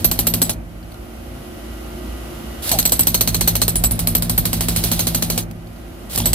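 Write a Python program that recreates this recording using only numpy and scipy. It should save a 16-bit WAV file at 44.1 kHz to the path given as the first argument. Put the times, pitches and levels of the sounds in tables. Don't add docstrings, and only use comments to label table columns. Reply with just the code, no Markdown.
import sys
import numpy as np
from scipy import signal
from scipy.fft import rfft, irfft, next_fast_len
from scipy.io import wavfile
from scipy.ndimage import uniform_filter1d

SR = 44100
rng = np.random.default_rng(int(sys.argv[2]) if len(sys.argv) > 2 else 0)


def linear_from_db(decibels):
    return 10 ** (np.asarray(decibels, float) / 20)


def wav_out(sig):
    wavfile.write(sys.argv[1], SR, np.round(np.clip(np.atleast_2d(sig).T, -1, 1) * 32767).astype(np.int16))


N = 279594
SIZE = next_fast_len(N)
TIME = np.arange(N) / SR
TOOL_LAG, YARD_LAG = 2.66, -12.5

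# start_s, peak_db
REBOUNDS = [(0.0204, -27), (0.063, -25), (0.1304, -21), (0.4278, -6), (2.6927, -5), (2.7394, -23),
            (2.8012, -10), (2.828, -10), (2.8624, -5), (2.895, -8), (2.9327, -10), (2.961, -18),
            (3.0094, -24), (3.034, -11), (6.1589, -5.5)]


def rms_one(x):
    return x / np.sqrt(np.mean(x ** 2) + 1e-20)


def in_time(spans, off_db=None):
    rows = []
    for span in spans:
        if off_db is None:
            rows += list(span)
            continue
        quiet = [off_db] * (len(span[0]) - 1)
        before = (span[0][0] - 1e-3, *quiet)
        after = (span[-1][0] + 1e-3, *quiet)
        rows += [before, *span, after]
    s, *columns = np.transpose(rows)
    return [np.interp(TIME, s, c) for c in columns]


def pair(alike, lag, gain=1):
    real, imag = rng.standard_normal((2, 3, SIZE // 2 + 1))
    shared, left, right = (real + 1j * imag) * gain
    late = shared * np.exp(-2j * np.pi * np.arange(SIZE // 2 + 1) * lag / SIZE)
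    alike = np.clip(alike, 0, 1)
    both = np.sqrt(alike) * np.array([shared, late]) + np.sqrt(1 - alike) * np.array([left, right])
    return rms_one(irfft(both, SIZE)[:, :N])


def coloured(points, alike, lag):
    hz = np.maximum(np.arange(SIZE // 2 + 1) * SR / SIZE, 1)
    point_hz, point_db = np.transpose(points)
    gain = linear_from_db(np.interp(np.log(hz), np.log(point_hz), point_db))
    return pair(alike, lag, gain)


def drift(rate):
    r = np.exp(-80 * np.pi * rate / SR)
    slow = signal.lfilter([1], [1, -2 * r, r * r], rng.standard_normal(N // 40 + 2002))[2000:]
    return np.interp(np.arange(N) / 40, np.arange(len(slow)), rms_one(slow))


def ring(x, hz, t60):
    r, w = linear_from_db(-60 / (t60 * SR)), 2 * np.pi * hz / SR
    return signal.lfilter([0, np.sin(w)], [1, -2 * r * np.cos(w), r * r], x + 1e-18)


def marks(times, levels_db):
    out = np.zeros(N)
    at = np.minimum((np.asarray(times) * SR).astype(int), N - 1)
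    np.add.at(out, at, linear_from_db(np.asarray(levels_db)))
    return out


def burst(clicks, hold_s, t60):
    hold = int(hold_s * SR)
    width = 2 * hold + 1
    held = uniform_filter1d(clicks, width, mode="constant") * width
    held = np.concatenate([np.zeros(hold), held])[:N]
    r = linear_from_db(-60 / (t60 * SR))
    tail = signal.lfilter([1], [1, -r], clicks + 1e-18)
    return held + np.concatenate([np.zeros(width), tail])[:N]


def throttle():
    # opens_s, piston_going_s, shuts_s, surge_db, steady_db
    pulls = [
        (-.2, -.1, .505, -20, -18.5),
        (2.624, 2.697, 5.39, -10, -13.5),
        (6.098, 6.155, 6.5, -12, -18.5),
    ]
    surge_rise_db, surge_fall_db_per_s, refill_s, shut_db_per_s = 16.5, 270, 0.06, 500
    air_db, work_db, since = np.full(N, -90.), np.full(N, -90.), np.full(N, np.inf)
    for opens, going, shuts, surge_db, steady_db in pulls:
        gate_db = np.minimum(shut_db_per_s * np.minimum(shuts - TIME, 6.0 * (TIME - opens)), 0)
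        rise_db = -surge_rise_db * (going - TIME) / (going - opens)
        surge = linear_from_db(surge_db + np.minimum(rise_db, -surge_fall_db_per_s * (TIME - going)))
        steady = linear_from_db(steady_db) * (1 - np.exp(-np.maximum(TIME - going, 0) / refill_s))
        air_db = np.maximum(air_db, gate_db + 20 * np.log10(surge + steady + 1e-9))
        work_db = np.maximum(work_db, gate_db + np.minimum(2 * rise_db, 0))
        running_or_before = np.where(TIME > going, 0, since)
        since = np.where(TIME > shuts, TIME - shuts, running_or_before)
    return air_db, work_db, since


def blows():
    # start_s, peak_db, ring_db, middle_db
    short = [(0.0447, -1, 0, -16), (0.114, -4.5, -2.5, -15), (0.19, -4.5, 0.5, -13), (0.2688, -2, 0, -18),
             (0.3384, -4.5, -1, -24), (0.4173, -1.5, -3, -7), (0.4946, -5.5, -15, -22), (6.1764, -8, -4, 1),
             (6.2573, -4.5, 3, -23), (6.3314, -6.5, -8, -16)]
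    # start_s, peak_db, ring_db, middle_db
    hunting = [(2.7154, -4, -10, -21), (2.7873, -4, 2, -23), (2.8536, -2.5, 4.5, -23), (2.9206, -3, 5, -9),
               (2.993, -2.5, 1.5, -3), (3.07, -3, -1.5, -5), (3.144, -1.5, -5.5, -26),
               (3.2089, -1, -7.5, -26), (3.2748, -3.5, -7.5, -25), (3.345, -5, -7.5, -13),
               (3.4096, -1.5, -11, -26), (3.4754, -2, -2.5, -26), (3.554, -5, -6, -30),
               (3.6169, 1, -14, -31), (3.68, -3.5, -4, -6), (3.7564, -10, 3, 5), (3.8385, -0.5, -2, -10),
               (3.9099, -14.5, -1, 9), (3.9915, -7.5, -9, -2), (4.0721, -5, -4.5, -1.5),
               (4.1507, -2, -3, -23), (4.2228, -7.5, -12, -13), (4.2957, -7, -3.5, -7),
               (4.3782, -5.5, 1, -11)]
    from_s, period_s, count = 4.4538, 0.07698, 13
    even = [(from_s + k * period_s, -6, -5, -13.5) for k in range(count)]
    return np.array([*short, *hunting, *even])


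def yard_levels():
    duck_db, recover_s, engine_share, rumble_dies_db_per_s = 14.5, 0.9, 0.63, 50
    since = throttle()[2]
    ducked_db = -duck_db * np.exp(-since / recover_s)
    engine_db = -27.5 + engine_share * ducked_db
    rumble_db = np.maximum(engine_db, -26.5 - rumble_dies_db_per_s * since)
    hiss_db = np.maximum(-37.5 + ducked_db, -46.5 - 4.0 * rumble_dies_db_per_s * since)
    return uniform_filter1d(np.array([engine_db, rumble_db, hiss_db]), int(0.042 * SR))


def yard():
    # multiple, level_db
    orders = [(1, -13), (2, 3), (3, -8), (4, -14), (5, -10), (6, -18), (8, -3.5), (9, -8.5), (11, -11),
              (12, -15.5), (12.6, -6), (19, -20)]
    # pitch_hz, level_db
    whines = [(1130, -67), (1238, -59.5), (1384, -59.5), (1497, -64.5), (1550, -65), (1949, -59.5),
              (2137, -64.5)]
    # freq_hz, density_db [dB per Hz]
    rumble_colour = [(18, -27.5), (30, -21), (59, 4), (81, -6.5), (171, -21.5), (191, -8.5), (213, -7.5),
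                     (287, -11.5), (345, -4), (386, -17.5), (684, -12.5), (920, -23), (2500, -27.5),
                     (3250, -58), (5500, -120)]
    # freq_hz, density_db [dB per Hz]
    hiss_colour = [(1180, -8), (2000, -17), (2050, -25), (2760, -9), (2960, -7), (3340, -13), (5680, -16.5),
                   (7840, -19.5), (11700, -13), (16000, -22.5)]
    firing_hz, split_hz, alike_low, alike_high = 28.2, 230, 0.99, 0.46
    engine_db, rumble_db, hiss_db = yard_levels()

    turn = 2 * np.pi * np.cumsum(firing_hz * (1 + 0.00378 * drift(1.34))) / SR
    hum = 0
    for k, db in orders:
        hum = hum + linear_from_db(db + 3.4 * drift(3.7)) * np.sin(k * turn + rng.uniform(0, 6.27))
    above = 1 / (1 + (split_hz / (np.arange(SIZE // 2 + 1) * SR / SIZE + 1)) ** 6)
    body = coloured(rumble_colour, alike_low + (alike_high - alike_low) * above, YARD_LAG)
    engine = linear_from_db(rumble_db - 4.5) * body + linear_from_db(engine_db - 4.0) * rms_one(hum)

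    whine = 0
    for hz, db in whines:
        phase = 2 * np.pi * hz * TIME + 1.84 * drift(5.7)
        whine = whine + linear_from_db(db + 4.5 + 2.1 * drift(11.0)) * np.sin(phase)
    hiss = linear_from_db(hiss_db + 0.35 * drift(23)) * coloured(hiss_colour, 0.081, YARD_LAG)
    return (engine + linear_from_db(hiss_db + 41.5) * whine + hiss) * linear_from_db(np.array([[-0.6], [0.6]]))


def chips():
    # start_s, peak_db, ring_hz
    drops = [(.8285, -41, 4740), (0.919, -38, 4460), (0.9425, -39, 4370), (0.9425, -41, 1410),
             (.92, -48, 10300), (2.675, -31, 1360), (2.685, -35, 1490), (5.5114, -31.5, 15700),
             (5.5114, -43, 4840), (5.6705, -43, 4500), (5.762, -42, 4600)]
    tick, out = pair(0.44, TOOL_LAG), 0
    for s, db, hz in drops:
        touch = burst(marks([s], [db]), 0.0008, 0.02) * tick
        out = out + linear_from_db(-4.5) * touch + linear_from_db(-18) * ring(touch, hz, 51.0 / hz)
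    return out


def groans():
    # start_s, pitch_hz, level_db
    glides = [
        [(2.705, 831, -35), (2.72, 804, -29), (2.74, 663, -22), (2.765, 590, -29)],
        [(2.72, 800, -45), (2.75, 798, -29), (2.783, 737, -31), (2.795, 736, -45)],
        [(6.225, 3380, -43), (6.238, 3330, -38), (6.254, 4360, -30), (6.258, 4500, -54)],
    ]
    out = 0
    for rows in glides:
        hz, = in_time([np.array(rows)[:, :2]])
        level_db, = in_time([np.array(rows)[:, ::2]], off_db=-93.5)
        rough_db = 4 * drift(120)
        phase = 2 * np.pi * np.cumsum(hz * (1 + 0.028 * drift(92))) / SR
        out = out + linear_from_db(level_db + rough_db) * np.sin(phase)
    return out


def shell():
    # freq_hz, t60_s
    modes = [(50, 0.37), (108, 0.42), (169, 1.31), (234, 0.17)]
    modes_db = [-5.5, -6.5, -6.5, -11]
    # start_s, level_db, tilt_db [dB per octave]
    boom = [(0, -21, -2.5), (.2, -24, -0.5), (.4, -24, 6), (.55, -29, -0.5), (.75, -35, -2.5),
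            (1.2, -41.5, -4), (2.66, -44, -4), (2.76, -24.5, -1), (2.95, -27.5, 0.5), (3.4, -20, 0),
            (3.75, -20.5, -3), (4.2, -20.5, 0.5), (4.7, -21, 0.5), (5.35, -23, 1.5), (5.7, -35, -2.5),
            (6.08, -40, -4), (6.2, -19.5, 1), (6.34, -21.5, -5.5)]
    evenness = 0.82
    s, out = blows()[:, 0], 0
    shake_db, tilt_db = in_time([boom])
    for (hz, t60), mode_db in zip(modes, modes_db):
        level_db = shake_db + mode_db + tilt_db * np.log2(hz / 100)
        push = marks(s, 3.0 * rng.standard_normal(len(s))) + 0.035 * pair(0.93, TOOL_LAG)
        wave = ring(ring(push, hz, 0.036), hz, t60)
        local_rms = np.sqrt(uniform_filter1d(wave[0] ** 2, int(0.12 * SR)))
        out = out + linear_from_db(level_db) * wave / local_rms ** evenness / np.std(wave) ** (1 - evenness)
    return out * linear_from_db(np.array([[-0.4], [0.4]]))


def air():
    # freq_hz, density_db [dB per Hz]
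    air_colour = [(900, -9), (2000, -8.5), (4050, 0.5), (6330, -6.5), (9000, 0), (11800, 2.5), (14000, -6),
                  (16000, 1.5)]
    # start_s, crumbling_db
    bite = [(0, -37.5), (.5, -38.5), (2.7, -26), (2.85, -39.5), (3.3, -42.5), (3.5, -38.5), (3.8, -52.5),
            (4.2, -48), (4.5, -42.5), (4.9, -31.5), (5.3, -44), (5.43, -38.5), (6.15, -28), (6.34, -33)]
    # freq_hz, density_db [dB per Hz]
    grit_colour = [(900, 10), (2000, -37), (3000, 7), (4500, 1), (6500, 5.5), (10000, -36)]
    closing = burst(marks(blows()[:, 0], 0)[::-1], 0.004, 0.32)[::-1]
    air_db, work_db, _ = throttle()
    bite_db, = in_time([bite])
    rush_db = air_db + 0.53 * (bite_db + 35) - 2.5 + 1.0 * drift(40)
    rush = linear_from_db(rush_db) * coloured(air_colour, 0.45, TOOL_LAG)
    grit = linear_from_db(bite_db + work_db + 5.5 * drift(122)) * coloured(grit_colour, 1.0, TOOL_LAG)
    return linear_from_db(-12.0 * np.minimum(closing, 1)) * (rush + grit)


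def shards():
    level_db, spread_db, t60_s, low_hz, high_hz = -24, 5, 0.06, 7000, 15940
    out, t = np.zeros((2, N + SR)), np.arange(SR // 10) / SR
    for s, peak_db, *_ in blows():
        share, late, left, right = rng.random((4, 5, 1))
        hz = low_hz + share * (high_hz - low_hz)
        after = np.maximum(t - 0.008 * late, 0)
        splinter_db = peak_db + level_db + spread_db * rng.standard_normal((5, 1))
        dying = linear_from_db(splinter_db - 60 * after / t60_s) * (after > 0)
        start = int(s * SR)
        for side, turn in enumerate((left, right)):
            waves = dying * np.sin(2 * np.pi * (hz * after + turn))
            out[side, start:start + len(t)] += waves.sum(axis=0)
    return out[:, :N]


def chisel():
    # freq_hz, width_hz
    modes = [(4270, 200), (6260, 76), (7860, 84), (9695, 50), (10020, 55), (12020, 78), (12290, 60),
             (12800, 79), (14020, 64), (14440, 48), (15390, 120)]
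    modes_db = [-3, -6.5, 5.5, 0, -20, -3.5, -5, -16, -24, -23, -10]
    # start_s, clank_db (two lowest modes), third_db (third mode),
    # lean_db (upper over lower of the two loudest modes)
    seat = [(0, -6, -27, 5), (.34, -11, -28, 4), (.42, -10, -3.5, 4), (.5, -8, -19, 3),
            (2.72, -0.5, -9.5, 9), (2.98, -4.5, -2.5, -4.5), (3.15, -2, -22, -8), (3.6, -1.5, -22, -8),
            (3.76, -22, -1.5, -4), (3.9, -17, -10, -5.5), (4.2, -12.5, -24, -9), (5.0, -3, -45, 6.5),
            (5.4, -2.5, -21, -2), (6.17, -15, -36, 4), (6.26, -5.5, -0.5, -4)]
    pair_hz, clank_below_hz = 12150, 7000
    s, peak_db, ring_db, middle_db = blows().T
    weak_s, weak_db = np.transpose(REBOUNDS)
    chatter = (rng.random(N) < 250 / SR) * linear_from_db(1.34 * rng.standard_normal(N))
    rattle = 0.22 + burst(chatter, 0.00057, 0.0011)
    steel, shake = 0, pair(0.45, TOOL_LAG)
    clank_db, third_db, lean_db = [c[(s * SR).astype(int)] for c in in_time([seat])]
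    for (hz, width_hz), level_db in zip(modes, modes_db):
        if hz < clank_below_hz:
            group_db = clank_db
        elif hz <= 9000:
            group_db = third_db
        elif hz <= 11000:
            group_db = middle_db
        elif hz < 13500:
            group_db = ring_db
        else:
            group_db = -8.0
        loose_db = lean_db * np.sign(hz - pair_hz) * (abs(hz - pair_hz) < 400)
        strike = marks(s, peak_db + group_db + loose_db + 1.34 * rng.standard_normal(len(s)))
        sharp = strike + marks(weak_s, weak_db - 16.5)
        push = np.array([sharp, np.roll(sharp, round(TOOL_LAG))])
        push = push + linear_from_db(-22.0) * rattle * burst(strike, 0.002, 0.12) * shake
        steel = steel + linear_from_db(level_db) * ring(push, hz, 2.82 / width_hz)
    return steel


def hammer():
    # freq_hz, density_db [dB per Hz]
    crack_colour = [(880, -39), (1500, -22), (3410, -11.5), (4160, -2), (7170, -9.5), (7760, 2.5),
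                    (9100, -2), (11200, 1), (12000, -5.5), (16000, -2)]
    # freq_hz, density_db [dB per Hz]
    thud_colour = [(150, -23), (260, 6.5), (303, -16), (339, -2), (398, -4), (758, -6), (1060, -11),
                   (1710, -16), (2500, -14.5), (3250, -10.5), (5500, -120)]
    s, peak_db = blows().T[:2]
    weak_s, weak_db = np.transpose(REBOUNDS)
    hits = marks(s, peak_db) + marks(weak_s, weak_db - 0.5)
    crack = linear_from_db(-7) * burst(hits, 0.001, 0.016) * coloured(crack_colour, 0.39, TOOL_LAG)
    exhaust = coloured(crack_colour, 0.55, TOOL_LAG)
    puff = burst(marks(s, peak_db), 0.004, 0.092) * linear_from_db(-14.0 + 2.9 * drift(120)) * exhaust
    thud = burst(marks(s, -18.5 + peak_db), 0.0011, 0.058) * coloured(thud_colour, 0.31, TOOL_LAG)
    tick_band = signal.butter(2, [900, 4500], "band", fs=SR, output="sos")
    edge = signal.sosfilt(tick_band, exhaust[:, ::-1])
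    tick = linear_from_db(-11.5) * burst(hits, 0.00036, 0.0073) * rms_one(edge)
    return crack + tick + puff + linear_from_db(-6.5) * chisel() + linear_from_db(np.array([[5.0], [1.0]])) * thud


def drum_echo(x):
    t60_s, cut_hz = 0.14, 2700
    size = next_fast_len(N + SR)
    w = 2 * np.pi * np.arange(size // 2 + 1) / size
    dull = 1 / (1 + 1j * w * SR / (2 * np.pi * cut_hz))
    lags = rng.uniform(0.0055, 0.031, (4, 2, 1)) * SR
    loops = linear_from_db(-60 * lags / SR / t60_s) * dull * np.exp(-1j * w * lags)
    echoes = (loops / (1 - loops)).sum(axis=0)
    return irfft(rfft(x.mean(axis=0), size) * echoes, size)[:, :N]


def scene():
    far = yard() + shell()
    tool = chips() + groans() + hammer()
    near = tool + linear_from_db(-21.5) * drum_echo(tool) + air() + shards()
    return near * linear_from_db(np.array([[-1.2], [1.2]])) + far


def low_pass(x):
    return signal.sosfilt(signal.butter(12, 17000, fs=SR, output="sos"), x)


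def record(dry):
    low_hz, top_hz, ceiling = 41, 16300, 0.88
    heard = signal.sosfilt(signal.butter(4, low_hz, "high", fs=SR, output="sos"), dry)
    rounded = ceiling * np.tanh(heard / ceiling)
    mix = signal.sosfilt(signal.cheby2(12, 60, top_hz, fs=SR, output="sos"), rounded)
    return low_pass(mix)


dry = scene()
out = record(dry)
wav_out(out)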